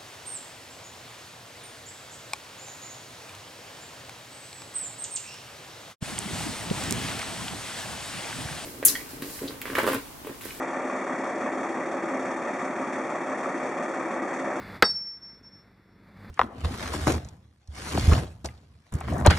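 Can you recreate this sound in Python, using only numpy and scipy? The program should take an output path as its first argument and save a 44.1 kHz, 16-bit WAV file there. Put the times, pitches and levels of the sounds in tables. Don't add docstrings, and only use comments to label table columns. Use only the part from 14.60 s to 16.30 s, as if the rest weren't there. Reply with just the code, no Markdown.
import sys
import numpy as np
from scipy import signal
from scipy.fft import rfft, irfft
from scipy.io import wavfile
from scipy.ndimage import uniform_filter1d

SR = 44100
rng = np.random.default_rng(int(sys.argv[2]) if len(sys.argv) > 2 else 0)


def file_out(sig):
    cols = np.atleast_2d(sig).T
    lim = np.clip(cols, -1, 1)
    pcm = np.round(lim * 32767).astype(np.int16)
    wavfile.write(sys.argv[1], SR, pcm)


N = 74970
BLOW_S = 0.2238
THUD_RISE_S, THUD_T60_S = 0.0002, 0.04

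# (frequency [Hz], relative level [dB])
RUBBLE_COLOUR = [(40, -6), (180, -2.5), (420, 3.5), (700, -1.5), (1500, 0), (2200, -6.5), (2900, -17.5),
                 (4300, -17), (6500, -41), (11000, -38.5), (15000, -53.5)]
# (time [s], engine gain [dB], wash and whine gain [dB])
BACKGROUND_GAIN = [(0, -0.5, -1), (0.162, -2, 3), (.215, -9, -8.5), (0.301, -10.5, -14), (0.499, -18, -16),
                   (0.749, -12, -15.5), (0.999, -13.5, -16.5), (1.25, -16.5, -20), (1.42, -10.5, -17.5),
                   (1.55, -8, -12), (1.659, -2.5, -6), (1.7, -2.5, -5)]


def amp(db):
    return 10 ** (np.asarray(db) / 20)


def unit(x):
    return x / np.sqrt(np.mean(x ** 2) + 1e-20)


def since(start_s):
    return np.maximum(np.arange(N) / SR - start_s, 0)


def tint(x, colour):
    hz, db = np.transpose(colour)
    log_freq = np.log(np.fft.rfftfreq(N, 1 / SR) + 1)
    gain = amp(np.interp(log_freq, np.log(hz), db))
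    return unit(irfft(rfft(x) * gain, N))


def noise(colour):
    return tint(rng.standard_normal(N), colour)


def drift(rate_hz):
    freq = np.fft.rfftfreq(N, 1 / SR)
    return unit(irfft(rfft(rng.standard_normal(N)) * np.exp(-(freq / rate_hz) ** 2), N))


def struck(start_s, rise_s, t60_s):
    t = since(start_s)
    return (1 - np.exp(-t / rise_s)) * np.exp(-np.log(1000) * t / t60_s)


def contact():
    u = since(BLOW_S) / 0.00012
    return amp(5) * u * (2 - u) * np.exp(-u)


def cracks():
    # (time [s], relative level [dB], time to fall to 37 % [s])
    bursts = [(0.2237, -4, 0.0013), (0.2266, -2.5, 0.00064), (.229, -26.5, 0.00049), (0.229, -23, .0006),
              (0.2327, -10, 0.00076)]
    # (frequency [Hz], relative level [dB])
    crack_colour = [(100, -13.5), (900, -6.5), (2000, 8), (3100, -10), (4200, 8.5), (5500, -10.5),
                    (7800, -6), (9200, -20), (13500, -20), (15500, -26.5)]
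    out = np.zeros(N)
    for start_s, db, decay_s in bursts:
        t = since(start_s)
        out += amp(db) * noise(crack_colour) * (t > 0) * np.exp(-t / decay_s)
    return amp(-8) * out


def boulder():
    # (frequency [Hz], relative level [dB])
    thud_colour = [(30, -18), (120, -22.5), (220, -6), (330, -4.5), (460, 1), (640, -9), (950, -1),
                   (1550, -1), (2100, -2.5), (2700, -16.5), (4200, -17.5), (7000, -46), (16000, -61)]
    # (frequency [Hz], level [dB], time to fall 60 dB [s])
    stone_tones = [ (410, -16, .075), (487, -13, .062), (206, -19.5, 0.083), (702, -24.5, 0.092),
                   (818, -23.5, 0.092), (948, -23.5, 0.06), (1080, -22, .08), (1266, -18.5, 0.098),
                   (1352, -23.5, 0.11), (1450, -22, 0.025), (1636, -15.5, 0.075), (1700, -23, 0.034),
                   (2105, -16.5, 0.025), (2580, -22.5, 0.051)]
    out = amp(-4) * noise(thud_colour) * struck(BLOW_S, THUD_RISE_S, THUD_T60_S)
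    for k, (hz, db, t60_s) in enumerate(stone_tones):
        sign = (-1) ** k
        tone = np.sin(2 * np.pi * hz * since(BLOW_S))
        out += sign * amp(db) * struck(BLOW_S, THUD_RISE_S, t60_s) * tone
    return out


def hammer():
    # (frequency [Hz], relative level [dB], basic 60 dB decay time [s],
    # share of the waver [0-1])
    steel_tones = [ (3800, -21.5, 0.15, 0.7), (4600, -14, 0.23, 0.1), (5431, -20.5, 1.33, 1),
                   (8000, -35, .21, .2), (8415, -46, .36, .6), (9150, -41.5, 0.34, 0.8),
                   (14165, -51, .19, .3)]
    # (time [s], gain [dB])
    waver = [(0.233, -7.5), (0.254, 9), (.28, -2), (.31, 4.5), (.336, -9.5), (.365, 2), (0.399, -5),
             (.425, -1), (0.447, -7), (0.474, -0.5), (0.577, -6.5), (0.602, -23.5), (0.632, -1.5), (.7, -2),
             (0.792, -10.5), (0.822, -30), (0.836, -4.5), (.88, 5), (.905, -12.5), (.935, 3.5),
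             (1.012, -1.5), (1.05, -14.5), (1.18, -21.5), (1.35, -4), (1.45, -25)]
    rise_s, damping_db = 0.042, 449.5
    t = since(BLOW_S)
    waver_db = uniform_filter1d(np.interp(since(0), *np.transpose(waver)), size=500)
    out = np.zeros(N)
    for hz, db, t60_s, share in steel_tones:
        level_db = db + share * waver_db
        if t60_s < 1:
            level_db = level_db - damping_db * max(1 - share, 0) * t ** 2
        out += amp(level_db) * struck(BLOW_S, rise_s, t60_s) * np.sin(2 * np.pi * hz * t)
    return out


def ground():
    push_hz, grains_per_s = 75, 230
    push = amp(-30) * struck(BLOW_S, 0.0011, 0.04) * np.sin(2 * np.pi * push_hz * since(BLOW_S))
    grains = rng.standard_normal(N) * (rng.random(N) < grains_per_s / SR)
    grit = amp(-27) * tint(grains, RUBBLE_COLOUR) * struck(BLOW_S, 0.0093, 0.091)
    return push + grit


def quarry():
    # (delay [s], level [dB])
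    reflections = [(.029, -26.5), (0.042, -31)]
    # (frequency [Hz], relative level [dB])
    reflection_colour = [(100, -9.5), (450, 1.5), (1300, 2), (2200, -11), (3500, -31), (16000, -70)]
    near = amp(-28) * struck(BLOW_S, 0.001, 0.14)
    far = amp(-40.5) * struck(BLOW_S, 0.036, 0.45)
    echoes = sum(amp(db) * struck(BLOW_S + delay_s, 0.00068, 0.024) for delay_s, db in reflections)
    return noise(RUBBLE_COLOUR) * (near + far) + noise(reflection_colour) * echoes


def chips():
    # (time [s], level [dB], pitch [Hz])
    landings = [(0.335, -50.5, 4400), (0.611, -79.5, 6200), (0.74, -63.5, 5000), (0.828, -72, 5900),
                (1.141, -71, 4645), (1.39, -79, 4900), (1.68, -65, 4600)]
    rise_s, decay_s, width_octaves = 0.002, 0.012, 0.25
    freq = np.fft.rfftfreq(N, 1 / SR) + 1
    out = np.zeros(N)
    for start_s, db, hz in landings:
        band = np.exp(-(np.log2(freq / hz) / width_octaves) ** 2)
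        tick = unit(irfft(rfft(rng.standard_normal(N)) * band, N))
        t = since(start_s)
        out += amp(db) * tick * np.minimum(t / rise_s, 1) * np.exp(-t / decay_s)
    return out


def engine():
    # (multiple of the turning rate, level before the background gain [dB])
    orders = [(1, -54.5), (2, -50.5), (3, -62), (4, -49), (5, -81)]
    # (frequency [Hz], relative level [dB])
    rumble_colour = [(25, -23.5), (50, -5.5), (130, 0), (210, -0.5), (330, -4.5), (550, -15.5), (1200, -40),
                     (16000, -86.5)]
    turns_per_s, wobble = 49.65, 0.034
    turns = np.cumsum(turns_per_s * (1 + wobble * drift(21))) / SR
    hum = np.zeros(N)
    for multiple, db in orders:
        phase = multiple * turns + rng.random()
        hum += amp(db + 2.5 * drift(9.7)) * np.sin(2 * np.pi * phase)
    knock_shape = np.exp(-(turns % 1) / 0.15)
    knocks = amp(-50.5) * tint(rng.standard_normal(N) * knock_shape, rumble_colour)
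    rumble = amp(-49) * noise(rumble_colour)
    time_s, engine_db, _ = np.transpose(BACKGROUND_GAIN)
    return (hum + knocks + rumble) * amp(np.interp(since(0), time_s, engine_db))


def outdoor_wash():
    # (frequency [Hz], relative level [dB])
    wash_colour = [(100, -10.5), (400, 2.5), (750, -0.5), (1400, 1), (2150, 0.5), (2750, -14.5),
                   (3200, -21), (3500, -13), (4600, -12.5), (6200, -28), (9000, -28), (15000, -27.5)]
    # (middle frequency [Hz], level before the background gain [dB])
    whines = [(3440, -64.5), (3542, -70.5)]
    wash = amp(-46.5 + 1.25 * drift(40)) * noise(wash_colour)
    whine = np.zeros(N)
    for hz, db in whines:
        cycles = np.cumsum(hz + 12 * drift(60)) / SR
        whine += amp(db) * np.sin(2 * np.pi * cycles)
    time_s, _, wash_db = np.transpose(BACKGROUND_GAIN)
    return (wash + whine) * amp(np.interp(since(0), time_s, wash_db))


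def width():
    # (frequency [Hz], relative level [dB])
    hiss_colour = [(30, -0.5), (200, -1), (600, -5.5), (2000, -2.5), (5000, -16), (15000, -14.5)]
    level = amp(-78) + amp(-55.5) * struck(BLOW_S, THUD_RISE_S, THUD_T60_S)
    return noise(hiss_colour) * level


def scene():
    blow = contact() + cracks() + boulder() + hammer()
    surroundings = ground() + quarry() + chips()
    mid = blow + surroundings + engine() + outdoor_wash()
    side = width()
    return np.array([mid + side, mid - side])


def record(dry):
    clip_level, edge_hz = 0.5, 15400
    clipped = np.clip(dry, -clip_level, clip_level)
    lowpass = signal.firwin(301, edge_hz, window=("kaiser", 9), fs=SR)
    return signal.oaconvolve(clipped, lowpass[None], "same", axes=1)


dry = scene()
out = record(dry)
file_out(out)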